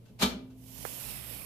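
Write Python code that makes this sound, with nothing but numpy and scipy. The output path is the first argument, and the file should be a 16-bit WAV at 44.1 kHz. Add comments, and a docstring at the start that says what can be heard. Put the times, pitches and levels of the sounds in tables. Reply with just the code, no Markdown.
"""A small room with a low hum, heard from a camera's stereo microphone by a tabletop sealing machine.
A jar is pushed into the machine's metal ring: a short scrape, a clattering clack and a thud that
leaves the frame ringing. Then a fine friction hiss swells close to the right microphone port,
probably a hand sliding on the camera body, with one dull tick."""
import sys
import numpy as np
from scipy import signal
from scipy.fft import rfft, irfft, next_fast_len
from scipy.io import wavfile
from scipy.ndimage import uniform_filter1d, map_coordinates

SR = 44100
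rng = np.random.default_rng(int(sys.argv[2]) if len(sys.argv) > 2 else 0)


def inscribe(sig):
    """Save sig as 16-bit PCM at rate SR to the path in sys.argv[1].

    A 1-D sig is mono; a 2-D sig holds one channel per row.
    Samples are clipped to [-1, 1] before scaling.
    """
    pcm = np.round(np.clip(np.atleast_2d(sig).T, -1, 1) * 32767)
    wavfile.write(sys.argv[1], SR, pcm.astype(np.int16))


N = 63945

# noise of the jar striking or rubbing: f/Hz, relative level/dB
CONTACT_SPECTRUM = [(150, -15), (400, -1), (800, -2), (1550, 0), (1950, -6.5), (2700, 0), (4400, -2.5),
                    (6000, -6), (9000, -11.5), (13800, -10.5), (15000, -32)]
# likeness of left and right for sound from the room: f/Hz, correlation
ROOM_CORRELATION = [(250, 0.63), (600, 0.91), (1200, 0.13), (8000, 0.07)]


def jar_clack(crack_t60_s=0.031, crack_rise_s=0.0013):
    """The jar scrapes in and chatters against the ring; each contact cracks and rings the metal."""
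    scrape = [(.184, -75), (.192, -51), (.205, -39.5), (.217, -33), (.232, -30.5), (.25, -49), (.3, -53),
              (.34, -72)]  # friction before the jar seats: t/s, relative level/dB
    contacts = [(.207, -39), (0.2206, -24), (.2255, -23), (.229, -23.5), (0.2354, -24.5), (.24, -35),
                (0.258, -31.5), (0.299, -46), (.316, -51)]  # jar against ring: t/s, relative level/dB
    ring_modes = [(716, -6, .2), (785, -5, .1), (895, -5, .2), (1196, 2, .16), (1326, -4, .15),
                  (1450, -6, .12), (1669, -7, .13), (2604, -5, .12), (3000, -4, .13), (3141, -2, .16),
                  (3310, -2, .13), (3502, -1, .17), (3654, -4, .14), (3790, -2, .14), (3949, -4, .14),
                  (4215, -1, .14), (4445, -2, .16)]  # the metal ring: f/Hz, relative level/dB, t60/s
    scraping = (since(scrape[0][0]) > 0) * (since(scrape[-1][0]) == 0)
    friction = level(scrape) * amp(1.9 * wobble(400)) * scraping
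    crunch = stereo_noise(CONTACT_SPECTRUM, ROOM_CORRELATION) * friction
    metal = np.zeros((2, N))
    for start, db in contacts:
        t = since(start)
        crack = amp(db + 2 - 60 * t / crack_t60_s) * swell(t, crack_rise_s)
        crunch += stereo_noise(CONTACT_SPECTRUM, ROOM_CORRELATION) * crack
        for port in range(2):
            metal[port] += amp(db - 13) * ringing(ring_modes, t, scatter_db=2, scatter_turns=1)
    body = amp(-0.5) * crunch + amp(-1.5) * cabinet(crunch)
    return body + metal + amp(-7) * room(body + amp(-8.5) * metal)


def cabinet(x, t60_s=0.066):
    """The steel cabinet's dense, short modes colour every contact alike."""
    return reverberate(x, rng.standard_normal((2, N)) * amp(-60 * since(0) / t60_s))


def frame_thud(rise_s=0.0052):
    """The jar lands and settles; the machine's frame booms and one low mode rings on."""
    landings = [(0.097, -45), (.206, -33), (.2295, -16.5), (.256, -26.5), (.343, -33.5)]  # the jar's weight on the frame: t/s, relative level/dB
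    frame_modes = [(61.3, -15, 0.37), (193.8, -6, 0.11), (204.4, -1.5, .13), (240.9, -6.5, 0.33),
                   (258.9, -25.5, 2.29), (318, -13.5, 0.14), (396, -19, 0.23), (422.4, -11.5, 0.2),
                   (479.3, -24.5, 0.39), (605.6, -15, 0.099)]  # the frame: f/Hz, relative level/dB, t60/s
    boom = sum(amp(db) * ringing(frame_modes, since(start)) * swell(since(start), rise_s)
               for start, db in landings)
    direct = high_pass(boom, hz=46)
    return direct + amp(-19.5) * room(direct)


def finger_touches(rise_s=0.0055, rub_t60_s=0.18):
    """Fingers shift the jar: a soft rub and a thin ring of glass."""
    touches = [(0.052, -66.5), (0.079, -69), (0.499, -68.5)]  # light touches: t/s, relative level/dB
    glass_modes = [(1520, -4, 0.18), (2670, -2, 0.14), (3000, -20, 0.18)]  # the jar: f/Hz, relative level/dB, t60/s
    out = np.zeros((2, N))
    for start, db in touches:
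        t = since(start)
        rub = stereo_noise(CONTACT_SPECTRUM, ROOM_CORRELATION) * amp(5 - 60 * t / rub_t60_s)
        glass = ringing(glass_modes, t, scatter_db=2, scatter_turns=0.73)
        out += amp(db) * swell(t, rise_s) * (rub + glass)
    return out


def hand_slide(shift_middle_s=0.97, shift_length_s=0.62):
    """Friction hiss close to the right port changes colour as it passes, over a low handling rumble."""
    strength = [(0.479, -104, -76), (.588, -65.5, -67), (.682, -54, -52), (.806, -46, -44.5),
                (.87, -42, -43.5), (.98, -42.5, -40.5), (1.1, -40.5, -38), (1.226, -45.5, -44.5),
                (1.33, -43, -42.5), (1.45, -46.5, -46)]  # the hiss: t/s, relative level/dB right, relative level/dB left
    # hiss at the right port early and late, and at the left port: f/Hz, relative level/dB
    early_spectrum = [(60, -11), (600, -3), (1000, -8), (1650, -13.5), (2200, -8), (3000, -3.5),
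                      (4100, -10.5), (5000, -6), (7000, -7), (9000, -4.5), (11700, 0.5), (13300, -1.5),
                      (14700, -4), (15400, -7)]
    late_spectrum = [(60, -10.5), (600, -4), (1300, -9), (2600, -3.5), (3800, -7), (5400, -8.5),
                     (6400, -18), (7300, -10), (8750, -2), (9400, -6), (11300, 1.5), (12200, 2.5),
                     (14000, -5), (14850, -5.5), (15350, -8)]
    left_spectrum = [(60, 5), (300, -4), (700, -1), (1750, -10), (3000, -3.5), (4800, -1.5), (5400, -0.5),
                     (7200, 1.5), (8050, -3.5), (8700, -4.5), (12000, 0.5), (15400, -3)]
    rumble_spectrum = [(25, -22), (42, -16), (58, 6.5), (85, -16), (120, 2.5), (160, -6), (220, -5),
                       (330, -22), (900, -42)]  # handling noise: f/Hz, relative level/dB
    rumble_levels = [(.62, -59), (.74, -51), (.86, -46), (.96, -58.5), (1.11, -44), (1.24, -51.5),
                     (1.33, -45.5), (1.45, -50)]  # handling noise at the right port: t/s, level/dB
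    times, right_db, left_db = np.transpose(strength)
    shift = np.clip((since(0) - shift_middle_s) / shift_length_s + .5, 0, 1) * np.pi / 2
    right = np.cos(shift) * noise(early_spectrum) + np.sin(shift) * noise(late_spectrum)
    right *= level(np.c_[times, right_db + 4.5])
    left = noise(left_spectrum) * level(np.c_[times, left_db - 9])
    hiss = patchy(np.array([left, right])) * amp(0.57 * wobble(120))
    rumble = stereo_noise(rumble_spectrum, correlation=[(100, 0.52)]) * amp([[-8], [0]])
    return hiss + level(rumble_levels) * rumble


def camera_tick(low_cut_hz=336, buzz_t60_s=.085, left_db=-45):
    """A hollow tick bumps and rattles briefly in the camera body, just beside the right port."""
    ticks = [(.8517, -20.5), (.8566, -35)]  # the tick and its rattle: t/s, relative level/dB
    # modes of the camera body, and the soft bump under them: f/Hz, relative level/dB, t60/s
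    case_modes = [(520, -4, .02), (736, -3.5, 0.013), (1200, 3.5, 0.0044), (1840, -20, 0.0065)]
    bump_modes = [(165, -24, .07)]
    buzz_spectrum = [(300, -35), (480, -2), (1000, -6), (1900, -4), (2800, -20), (6000, -49)]  # the rough tail: f/Hz, relative level/dB
    knock = sum(amp(db) * ringing(case_modes, since(start)) for start, db in ticks)
    knock = high_pass(high_pass(knock, low_cut_hz), low_cut_hz)
    start, db = ticks[0]
    t = since(start)
    buzz = noise(buzz_spectrum) * amp(db - 17 - 60 * t / buzz_t60_s) * (t > 0)
    bump = amp(db) * ringing(bump_modes, t)
    return (knock + buzz + bump) * amp([[left_db], [0]])


def room(x, build_s=.005):
    """The small room's reverberation builds quickly and its treble dies first."""
    decay_times = [(200, 0.78), (1000, 0.38), (3500, .36), (7000, 0.27), (14000, 0.21)]  # reverberation: f/Hz, t60/s
    hz, t, bands = signal.stft(rng.standard_normal((2, N)), SR, nperseg=256)
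    decay = amp(-60 * t / along(decay_times, hz)[:, None])
    tail = signal.istft(bands * decay, SR, nperseg=256)[1][:, :N]
    return reverberate(x, spread(tail, ROOM_CORRELATION) * swell(since(0), build_s))


def room_tone(air_db=-58.5):
    """A low hum wavers in quiet room air."""
    hum_tones = [(60.5, -67), (117.5, -59)]  # the hum: f/Hz, median rms level/dB
    air_spectrum = [(25, -10), (60, -4), (90, -0.5), (170, 0.5), (280, -7.5), (430, -7.5), (700, -16),
                    (1500, -30.5), (3000, -27.5), (7000, -36), (13000, -32), (15000, -38)]  # still air: f/Hz, relative level/dB
    air_correlation = [(100, 1), (400, 0.69), (1500, 0), (8000, 0)]  # likeness of left and right: f/Hz, correlation
    hum = np.zeros(N)
    for hz, db in hum_tones:
        peak = np.sqrt(2) * amp(db + 3.4 * wobble(10.3))
        cycles = hz * since(0) + 0.034 * wobble(6.7)
        hum += peak * np.sin(2 * np.pi * cycles)
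    return hum + amp(air_db) * stereo_noise(air_spectrum, air_correlation)


def ringing(modes, t, scatter_db=0, scatter_turns=0):
    """Damped modes of a struck body, with optional random level and phase."""
    chance = rng.standard_normal((len(modes), 2)) * [scatter_db, scatter_turns]
    return sum(amp(db + offset_db - 60 * t / t60) * np.sin(2 * np.pi * (hz * t + phase))
               for (hz, db, t60), (offset_db, phase) in zip(modes, chance)) * (t > 0)


def reverberate(x, tail):
    """Pass x through a stereo tail, scaled to unit energy on the left."""
    return signal.fftconvolve(np.atleast_2d(x), tail / np.linalg.norm(tail[0]), axes=1)[:, :N]


def patchy(x, depth_db=1.53):
    """Slow random shifts of colour."""
    bands = signal.stft(x, nperseg=512)[2]
    patches = uniform_filter1d(rng.standard_normal(bands.shape), size=5, axis=-2)  # across frequency
    patches = uniform_filter1d(patches, size=24, axis=-1)  # across time
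    return signal.istft(bands * amp(depth_db * unit(patches)), nperseg=512)[1][..., :N]


def noise(spectrum):
    """Coloured noise of rms 1."""
    return unit(filtered(rng.standard_normal(N), lambda hz: amp(along(spectrum, hz))))


def stereo_noise(spectrum, correlation):
    """Coloured noise at both ports."""
    return spread(np.array([noise(spectrum), noise(spectrum)]), correlation)


def spread(pair, correlation):
    """Blend two unrelated signals as mid and side for a given left-right correlation."""
    angle = lambda hz: np.arccos(np.clip(along(correlation, hz), -1, 1)) / 2
    mid, side = filtered(pair, lambda hz: np.array([np.cos(angle(hz)), np.sin(angle(hz))]))
    return np.array([mid + side, mid - side])


def filtered(x, response):
    """Shape x by a gain that depends on frequency."""
    size = next_fast_len(N + 8192)
    return irfft(rfft(x, size) * response(np.fft.rfftfreq(size, 1 / SR)), size)[..., :N]


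def high_pass(x, hz):
    """A second-order low cut."""
    return signal.sosfilt(signal.butter(2, hz, 'high', fs=SR, output='sos'), x)


def along(points, hz):
    """Read (f/Hz, value) points on a log frequency axis."""
    f, values = np.transpose(points)
    return np.interp(np.log(hz + 1), np.log(f + 1), values)


def level(points):
    """Gain over time from (t/s, level/dB) points."""
    return amp(np.interp(since(0), *np.transpose(points)))


def swell(t, rise_s):
    """A soft attack from zero to one."""
    return 1 - np.exp(-t / rise_s)


def wobble(rate):
    """A smooth random curve, rate knots a second."""
    return map_coordinates(rng.standard_normal(int(N * rate / SR) + 4), [np.arange(N) * rate / SR])


def since(start):
    """Seconds since a moment, zero before it."""
    return np.maximum(np.arange(N) / SR - start, 0)


def amp(db):
    """Decibels to gain."""
    return 10 ** (np.asarray(db) / 20)


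def unit(x):
    """Scale to rms 1."""
    return x / np.sqrt(np.mean(x ** 2) + 1e-20)


def scene():
    """Machine, handling noise and room at the left and right ports."""
    return jar_clack() + frame_thud() + finger_touches() + hand_slide() + camera_tick() + room_tone()


def record(dry):
    """The camera keeps nothing above its band limit."""
    return filtered(dry, lambda hz: hz < 15550)


dry = scene()
out = record(dry)
inscribe(out)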